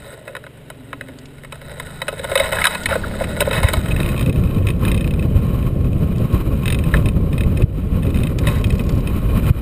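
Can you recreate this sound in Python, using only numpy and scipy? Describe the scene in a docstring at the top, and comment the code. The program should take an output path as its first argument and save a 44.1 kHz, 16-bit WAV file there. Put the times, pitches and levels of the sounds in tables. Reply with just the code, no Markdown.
"""Hang glider under tow, from the keel

A grass field, with the microphone in a cased camera on the keel; a distant tow engine revs up as a few partials.
Close by, the frame's modes knock and rattle through the case in the take-off run; webbing scrapes and squeaks.
Wind then buffets the microphone as low noise and hisses round the case as noise through its air resonances.
Loose rigging ticks in fading bouts of ringing blows, and the sail flicks as dry bursts of noise."""
import sys
import numpy as np
from scipy import signal
from scipy.fft import rfft, irfft
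from scipy.io import wavfile
from scipy.ndimage import uniform_filter1d, minimum_filter1d

SR = 44100
rng = np.random.default_rng(int(sys.argv[2]) if len(sys.argv) > 2 else 0)


def output_pcm(signal):
    """Save a mono or channel-first signal as 16-bit PCM at the path in sys.argv[1].

    Samples are clipped to [-1, 1] before scaling.
    """
    pcm = np.clip(np.atleast_2d(signal).T, -1, 1) * 32767
    wavfile.write(sys.argv[1], SR, np.round(pcm).astype(np.int16))


N = 423801
TIME = np.arange(N) / SR  # s
RING_TIME = np.arange(4096) / SR  # s, span of one short sound

# Levels in the tables are before the trims and random swells in the functions; spectra are relative.
# open field and rustling grass: [f/Hz, density/dB per Hz]
FIELD_COLOUR = [(30, -2), (70, -7), (180, -5), (330, -6), (420, -2.5), (700, -15.5), (1200, -21),
                (3000, -19.5), (4500, -36), (7500, -35), (9500, -30.5), (12000, -33.5), (15000, -38)]
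# soft hollow hum before the run: [t/s, level/dB]
HUM = [(.55, -61), (.8, -44.5), (1.1, -40), (1.35, -50), (1.6, -54)]
# distant tow engine: [t/s, cycle rate f/Hz, level/dB]
ENGINE = [(0, 22.8, -42), (1.2, 22.6, -41), (1.9, 25.4, -37), (2.3, 26.2, -35.5), (2.82, 31, -31),
          (3.3, 35.8, -29), (3.6, 38.5, -35), (4.4, 41, -45)]
# engine partials: [multiple of the cycle rate, level/dB]
ENGINE_PARTIALS = [(3, -6), (4, -13), (5, -2), (6, 0.5), (7, -7), (8, -10), (9, -15), (10, -10.5)]
# small dry snaps of sailcloth: [t/s, peak level/dB]
SNAPS = [(1.1872, -29.5), (1.256, -32.5), (2.834, -20), (6.1818, -33), (6.3255, -33), (8.3872, -19),
         (8.8922, -23.5)]
# brief flapping of the sail edge: [start t/s, end t/s, flap rate f/Hz, peak level/dB]
FLAPPING = (8.5, 9.01, 35.5, -33.5)
# squeaks of the hang strap: [t/s, peak level/dB, pitch f/Hz, length t/s]
SQUEAKS = [(2.921, -15, 1480, 0.021), (3.034, -19.5, 1410, 0.018), (3.135, -28, 1400, 0.013),
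           (6.94, -18, 1730, 0.0075)]
# harness scrapes on the frame: [t/s, length t/s, level/dB]
SCRAPES = [(2.388, 0.072, -24), (2.572, 0.17, -27), (2.886, 0.044, -22), (3.527, 0.055, -22),
           (3.628, 0.061, -22.5), (6.942, .02, -34.5), (8.433, 0.15, -35.5)]
# modes of the rigging: [f/Hz, width f/Hz, level/dB]
RIGGING_MODES = [(1090, 1000, -4.5), (1810, 150, -5), (2060, 72, -3), (2538, 108, 5.5), (3143, 150, -5.5),
                 (3720, 270, -3.5), (5140, 400, -15), (6790, 260, -16.5), (8190, 150, -9.5),
                 (8930, 140, -13.5), (9540, 110, -5.5), (10100, 720, -17), (12200, 290, -28),
                 (14430, 250, -10.5), (14900, 420, -17)]
# bouts of rigging flutter: [t/s, length t/s, tick rate f/Hz, peak level/dB of the first tick]
FLUTTERS = [(3.963, 0.006, 30, -15.5), (4.002, 0.078, 34.5, -14), (4.178, .055, 63, -18.5),
            (4.261, .095, 30.6, -18.5), (4.437, .14, 27.4, -26), (4.669, .035, 60, -15.5),
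            (4.851, .29, 31.3, -14.5), (5.194, .04, 31, -23), (6.657, .09, 45, -13), (6.788, .1, 20.4, -21),
            (6.968, 0, 30, -18.5), (7.058, .03, 34, -16.5), (7.33, 0.0042, 30, -23.5), (7.38, .06, 36, -18),
            (7.573, .045, 21, -20), (8.031, .07, 28, -25.5), (8.144, .06, 68, -23.5),
            (8.234, .04, 27.5, -18), (8.387, 0, 23, -20), (8.485, 0, 30, -15.5), (8.642, .06, 16.6, -16),
            (8.794, 0, 30, -21.5), (9.073, 0, 33.5, -17.5)]
# light breeze on the ground: [t/s, level/dB]
BREEZE = [(0, -38), (.2, -61), (.7, -59), (1.13, -49.5), (2.22, -36), (2.6, -27.5), (2.75, -42),
          (2.88, -25.5), (3.6, -23)]
# spectrum of the breeze at the microphone: [f/Hz, density/dB per Hz]
BREEZE_COLOUR = [(20, 0), (45, -4), (80, 1.5), (120, -7.5), (220, -12.5), (400, -19.5), (600, -22),
                 (1500, -33)]
# spectrum of the wind buffeting: [f/Hz, density/dB per Hz]
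BUFFET_COLOUR = [(10, -16), (25, -3.5), (50, 1.5), (90, 0.5), (150, -2.5), (200, -7), (300, -14),
                 (420, -18.5), (550, -20), (750, -35.5), (1300, -47.5), (2500, -59.5)]
# airflow round the case: [t/s, hiss level/dB, breathy whistle level/dB]
AIRFLOW = [(3.8, -38, -42), (4.2, -39.5, -34.5), (4.25, -46, -46), (4.66, -49.5, -44), (5.11, -46, -43.5),
           (5.85, -49, -45.5), (6.89, -45.5, -41.5), (7.11, -50.5, -44), (7.6, -49.5, -47.5),
           (8.0, -49, -44.5), (8.19, -47.5, -50), (8.27, -45, -35), (8.34, -47, -51), (8.48, -43, -34.5),
           (8.73, -48.5, -46.5), (9.02, -48.5, -45.5), (9.31, -42, -37), (9.6, -43, -44)]
# spectrum of the airflow hiss: [f/Hz, density/dB per Hz]
HISS_COLOUR = [(300, 2.5), (700, -3), (1300, 4.5), (1600, -4), (2900, -5), (3400, -13.5), (4000, -12),
               (4350, -18), (7500, -20.5), (9300, -17), (10500, -17), (13600, -24), (15200, -15)]
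# air resonances of the case: [f/Hz, width f/Hz, level/dB]
CAVITIES = [(2440, 136, 2), (3014, 72, 0), (3900, 200, -6.5), (8250, 300, -14.5), (9200, 330, -10.5),
            (10910, 100, -7), (11860, 370, -5.5), (12080, 330, -4), (13200, 120, -15), (14400, 130, -9)]
# single eddies that hit the microphone: [t/s, pressure peak level/dB, pitch f/Hz]
EDDIES = [(3.652, 2, 76), (3.783, -7, 60), (7.642, 11.5, 99.8), (9.51, 10.5, 93)]
# frame shaken on the ground: [t/s, rattle level/dB, case boom level/dB]
SHAKE = [(0.0, -40, -41), (0.26, -47, -40), (0.48, -57, -52.5), (0.79, -51.5, -51.5), (1.26, -54, -53),
         (1.5, -50.5, -56), (1.75, -40, -38), (1.89, -39, -42), (2.05, -42.5, -45), (2.34, -31, -30),
         (2.53, -29, -30), (2.69, -25.5, -29), (2.77, -34, -39), (2.92, -35, -37), (3.22, -36, -33),
         (3.55, -30, -28.5), (3.77, -31.5, -36), (4.1, -31, -30)]
# modes of the frame and case: [f/Hz, width f/Hz, level/dB]
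FRAME_MODES = [(469, 86, 1), (553, 60, 9.5), (632, 47, 2.5), (904, 100, -0.5), (1031, 52, 1.5),
               (1286, 45, -0.5), (1463, 82, 2), (1666, 180, -1.5), (1938, 240, 1.5), (2164, 122, -0.5),
               (2562, 40, -1.5), (2996, 170, -6), (3560, 450, -11.5), (3748, 170, -4.5), (3886, 78, -3),
               (5080, 610, -14.5), (6900, 950, -15.5), (8187, 160, -7), (8970, 120, -12), (9470, 79, -13),
               (9980, 96, -8), (10730, 270, -14), (11500, 310, -18.5), (13270, 170, -12.5),
               (14200, 340, -14), (14330, 350, -9.5), (15400, 450, -15)]
# loudest frame knocks: [t/s, peak level/dB, boom level/dB re peak, treble level/dB re peak, favoured f/Hz]
KNOCKS = [(0.278, -19.5, -15, -14.5, 1480), (0.351, -16.5, -12, -13, 1490), (0.366, -19, -9.5, -7.5, 1450),
          (0.439, -25, -11, -14, 1460), (0.465, -25, -8, -15, 1480), (0.701, -21.5, -11, -9, 1460),
          (0.93, -16.5, -14.5, -16, 1825), (1.01, -14, -16, -15, 1920), (1.435, -26.5, -10, -8, 2040),
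          (1.447, -24, -18, -12.5, 2220), (1.523, -21.5, -8, -5, 1050), (1.798, -16.5, -14.5, -5.5, 1540),
          (2.017, -12, -11.5, -8, 1880), (2.081, -11.5, -5, -8, 2980), (2.126, -27, 7, -7, 1460),
          (2.193, -20, 0.5, -5, 2030), (2.242, -19, 2, -4.5, 1500), (2.315, -13, 1.5, -10.5, 1320),
          (2.354, 0, -4, -7.5, 1270), (2.375, -8, -9, -0.5, 1620), (2.398, -8, 1, -3, 2100),
          (2.528, -9, -8, -14, 1060), (2.568, -11.5, -15, -20, 1670), (2.585, -7, -24, -19, 1490),
          (2.614, -5.5, -28, -13, 2150), (2.641, -3, -28, -6.5, 2180), (2.652, 5.5, -41, -6.5, 1700),
          (2.668, 2.5, -36, -5.5, 1280), (2.749, -11.5, -18, -11, 1700), (2.857, -5, -33, -6.5, 2040),
          (2.907, -13.5, 0, -15, 1460), (2.954, -11.5, 0.5, -13.5, 1290), (3.207, -20, 8.5, -20, 850),
          (3.24, -16, -21, -7.5, 1860), (3.405, -10, -1, 1, 1980), (3.415, -10.5, 1.5, -13, 1490),
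          (3.473, -19.5, 11.5, -13, 930), (3.51, -12.5, -6, -8, 1840), (3.53, -13.5, -27, -6.5, 1450),
          (3.631, -9, -6, -10.5, 990), (3.685, -8.5, -7, -5, 1750), (3.733, -9.5, -7.5, -5.5, 1070),
          (6.939, -8, -10.5, -15.5, 1650), (8.47, -11.5, -8, -3, 1990)]

# a bout of flutter dies down; its ticks are uneven
TICK_FADE_DB_PER_S, TICK_SCATTER_DB, TICK_JITTER_S = 37, 1.5, 0.00099
# buffeting sets in during the run and holds at flying speed
RUN_S, FLYING_S, BUFFET_DB, GUST_DB = 3.09, 4.01, -16, 1.0
# gain of hiss and whistle, and how far they swell and sink with the gusts
HISS_DB, WHISTLE_DB, SWELL_DB = 6.5, 1, 2.1
# lighter knocks among the rattle: mean rate at each contact point, and their level relative to it
JOLTS_PER_S, JOLT_DB = 7, -4.5
# limiter threshold, recovery and look-ahead; then the top of the audible band
CEILING_DB, RELEASE_DB_PER_S, LOOK_AHEAD_S = 0.05, 78, .003
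TOP_HZ = 15300


def undb(db):
    """Decibels to gain."""
    return 10 ** (np.asarray(db) / 20)


def unit(x):
    """Scale to rms 1."""
    return x / np.sqrt(np.mean(x ** 2))


def curves(table):
    """Each column of a table, joined by straight lines in time."""
    s, *columns = np.transpose(table)
    return [np.interp(TIME, s, column) for column in columns]


def fade(start, end):
    """Ramp from 0 at start to 1 at end, in s."""
    return np.clip((TIME - start) / (end - start), 0, 1)


def walk(rate):
    """Random levels, rate per s, slewed from one to the next; spread near 1."""
    hold = max(int(SR / rate), 2)
    steps = np.repeat(rng.standard_normal(N // hold + 1), hold)
    return 1.2 * uniform_filter1d(steps, hold)[:N]


def band(x, lo_hz, hi_hz):
    """Causal band-pass."""
    sos = signal.butter(3, [lo_hz, min(hi_hz, .45 * SR)], "band", fs=SR, output="sos")
    return signal.sosfilt(sos, x)


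def noise(colour, resonances=()):
    """Noise with a smooth spectrum and resonances on top, at rms 1."""
    f = np.arange(N // 2 + 1) * SR / N + 1e-3
    hz, db = np.transpose(colour)
    power = undb(np.interp(np.log(f), np.log(hz), db)) ** 2
    # roll off an octave beyond either end of the table
    power = power / (1 + (f / hz[-1] / 2) ** 4) / (1 + (hz[0] / f / 2) ** 4)
    for centre, width, peak_db in resonances:
        offset = (f - centre) / width * np.sqrt(2)
        power = power + (undb(peak_db) / (1 + offset ** 2)) ** 2
    return unit(irfft(rfft(rng.standard_normal(N)) * np.sqrt(power), N))


def ring(modes, detune, uneven_db=0):
    """Decaying modes of a struck body; each contact point gives them other phases and strengths."""
    hz, width, db = np.transpose(modes)[:, :, None]
    hz = hz * (1 + detune * rng.standard_normal(hz.shape))
    size = undb(db + uneven_db * rng.standard_normal(hz.shape)) * width
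    phase = 2 * np.pi * (hz * RING_TIME + rng.random(hz.shape))
    decay = np.exp(-np.pi * width * RING_TIME)
    onset = 1 - np.exp(-RING_TIME / 0.00066)
    return np.sum(size * decay * np.sin(phase), axis=0) * onset


def strike(modes, chatter, chatter_s):
    """One blow and its short chatter of re-contacts, ringing the modes."""
    force = chatter * rng.standard_normal(len(RING_TIME)) * np.exp(-RING_TIME / max(chatter_s, 1e-4))
    force[0] += 1
    return signal.fftconvolve(force, ring(modes, detune=0.0053))[:len(RING_TIME)]


def grains(rate, spread_db):
    """Random tiny contacts of uneven size and either sign."""
    hits = rng.random(N) < rate / SR
    sizes = undb(spread_db * np.clip(rng.standard_normal(N), -2, 2))
    return hits * sizes * rng.choice([-1, 1], N)


def shaken(modes, rate, spread_db, count=4):
    """Random small contacts ring a body at several points, each with its own colour."""
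    total = np.zeros(N)
    for _ in range(count):
        contacts = grains(rate, spread_db)
        total += signal.oaconvolve(contacts, ring(modes, detune=0.0015, uneven_db=4.5))[:N]
    return unit(total)


def add(out, s, sound, peak_db):
    """Mix a sound in at a time and a peak level."""
    i = max(int(s * SR), 0)
    out[i:i + len(sound)] += (sound * undb(peak_db) / np.abs(sound).max())[:N - i]


def field():
    """The quiet open field: coloured noise, swelling gently."""
    return noise(FIELD_COLOUR) * undb(-46.0 + walk(4.4))


def hum():
    """A brief hollow hum: a narrow band of noise."""
    db, = curves(HUM)
    return unit(band(rng.standard_normal(N), 248, 289)) * undb(db)


def engine():
    """The distant tow engine: only its low, slightly wavering partials carry."""
    hz, db = curves(ENGINE)
    turns = np.cumsum(hz * (1 + 0.0028 * walk(12))) / SR
    drone = np.zeros(N)
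    for multiple, part_db in ENGINE_PARTIALS:
        strength = undb(part_db + 1.7 * walk(3.62))
        drone += strength * np.sin(2 * np.pi * (round(multiple) * turns + rng.random()))
    return unit(drone) * undb(db - 1.5)


def sail():
    """The sailcloth flicks and flaps: dry snaps of decaying noise that ring nothing."""
    out = np.zeros(N)
    start, end, rate, flap_db = FLAPPING
    flaps = [(s, flap_db) for s in np.arange(start, end, 1 / rate)]
    for s, db in list(SNAPS) + flaps:
        burst = rng.standard_normal(len(RING_TIME)) * np.exp(-RING_TIME / 0.0042)
        add(out, s, band(burst, 1470, 7500), db + 2.0)
    return out


def squeaks():
    """The hang strap slips on the keel: a brief rough tone that sags as the slip slows."""
    out = np.zeros(N)
    for s, db, hz, length in SQUEAKS:
        progress = np.clip(RING_TIME / length, 0, 1)
        roughness = 0.085 * walk(810)[:len(RING_TIME)]
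        pitch = hz * (1 + 0.13 * (.5 - progress) + roughness)
        tone = np.sin(2 * np.pi * np.cumsum(pitch) / SR)
        add(out, s, np.sin(np.pi * progress) * tone, db)
    return out


def scrapes():
    """Webbing sticks and slips along the frame in short strokes of dense small contacts."""
    strokes = np.zeros(N)
    for s, length, db in SCRAPES:
        release = 1 - fade(s + length, s + length + 0.029)
        strokes += undb(db) * fade(s, s + 0.0029) * release
    contacts = shaken(FRAME_MODES, rate=400, spread_db=2.5)
    return unit(band(contacts, 580, 18000)) * strokes


def rigging():
    """Loose rigging flutters on the tubes in bouts of fading ticks, with lighter taps through the flight."""
    out = np.zeros(N)
    for s, length, rate, db in FLUTTERS:
        for k in range(round(length * rate) + 1):
            # the first tick of a bout is exact
            late, louder = rng.standard_normal(2) * min(k, 1)
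            tick = strike(RIGGING_MODES, chatter=0.093, chatter_s=0.0044)
            tick_db = db - TICK_FADE_DB_PER_S * k / rate + TICK_SCATTER_DB * louder + 0.83
            add(out, s + k / rate + TICK_JITTER_S * late, tick, tick_db)
    # the taps follow the airflow
    hiss_db, _ = curves(AIRFLOW)
    taps = shaken(RIGGING_MODES, rate=12, spread_db=5.5) * undb(hiss_db - 4)
    return out + taps * fade(3.29, 3.35)


def wind():
    """A breeze grows into buffeting; the same eddies make the hiss and whistle round the case flutter."""
    breeze_db, = curves(BREEZE)
    hiss_db, whistle_db = curves(AIRFLOW)
    flying, eddies, gusts = fade(RUN_S, FLYING_S), walk(45), GUST_DB * walk(14)
    breeze = noise(BREEZE_COLOUR) * undb(breeze_db + 1.0) * (1 - fade(3.03, 3.66))
    buffet = noise(BUFFET_COLOUR) * undb(BUFFET_DB + 1.97 * eddies + gusts) * flying
    flutter_db = 2.7 * eddies + gusts + SWELL_DB * walk(11)
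    hiss = noise(HISS_COLOUR, CAVITIES) * undb(hiss_db + flutter_db + 1.3 * walk(250) + HISS_DB)
    breath = noise([(600, -9), (1400, -55)], [(1077, 60, 0)])
    whistle = breath * undb(whistle_db + flutter_db + WHISTLE_DB)
    return breeze + buffet + (hiss + whistle) * fade(3.62, 4.3)


def thumps():
    """A large eddy passes the microphone as one deep swing of pressure."""
    out = np.zeros(N)
    t = RING_TIME - RING_TIME.mean()
    for s, db, hz in EDDIES:
        u = (np.pi * hz * t) ** 2
        # start early so that the swing is centred on its time
        add(out, s + t[0], (2 * u - 1) * np.exp(-u), db)
    return out


def rattle():
    """Dense small contacts and sparser jolts shake the frame in lumps until the glider leaves the ground."""
    rattle_db, boom_db = curves(SHAKE)
    dense = shaken(FRAME_MODES, rate=200, spread_db=2)
    jolts = undb(JOLT_DB) * shaken(FRAME_MODES, rate=JOLTS_PER_S, spread_db=5.0)
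    body = (dense + jolts) * undb(2.1 * walk(40))
    clatter = unit(band(body, 760, 17000)) * undb(rattle_db + 1.0)
    boom = unit(band(body, 358, 684)) * undb(boom_db + 2.0)
    return (clatter + boom) * (1 - fade(3.57, 4.32))


def knocks():
    """Fittings knock: a bright crack, the ring of the tubes and a slower boom of the case."""
    out = np.zeros(N)
    hz, width, mode_db = np.transpose(FRAME_MODES)
    rattle_db, _ = curves(SHAKE)
    for s, db, boom_db, treble_db, ring_hz in KNOCKS:
        # the place that is struck favours the modes near one pitch
        favour_db = 7 / (1 + (np.log(hz / ring_hz) / 0.16) ** 2)
        # at rest each blow is nearly a single click; on a shaking frame it chatters
        chatter = np.interp(rattle_db[int(s * SR)], [-52, -36], [.05, .25])
        modes = np.transpose([hz, width, mode_db + favour_db])
        blow = strike(modes, chatter, chatter_s=0.0046)
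        add(out, s, band(blow, 916, 2680), db - 0.06)
        add(out, s, band(blow, 402, 674), db + boom_db + 0.7)
        add(out, s, band(blow, 2800, 13200), db + treble_db + 5.0)
    return out


def limiter(x):
    """Turns down just ahead of an overload and recovers at a steady rate in dB."""
    over_db = np.maximum(20 * np.log10(np.abs(x) + 1e-9) - CEILING_DB, 0)
    recovery_db = RELEASE_DB_PER_S * TIME
    gain_db = recovery_db - np.maximum.accumulate(over_db + recovery_db)
    ahead = max(int(LOOK_AHEAD_S * SR), 1)
    return x * undb(uniform_filter1d(minimum_filter1d(gain_db, 2 * ahead), ahead))


def scene():
    """Field, distant engine and close glider meet at the one microphone."""
    air = field() + hum() + wind() + thumps()
    glider = sail() + squeaks() + scrapes() + rigging() + rattle() + knocks()
    return (air + engine() + glider)[None]


def record(dry):
    """The sound port cancels a narrow treble band; overloads duck the level and the top is cut."""
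    ported = signal.lfilter(*signal.iirnotch(6000, 4.5, fs=SR), dry)
    top_cut = signal.ellip(10, .2, 70, TOP_HZ, fs=SR, output="sos")
    return signal.sosfilt(top_cut, limiter(ported[0]))[None]


dry = scene()
out = record(dry)
output_pcm(out)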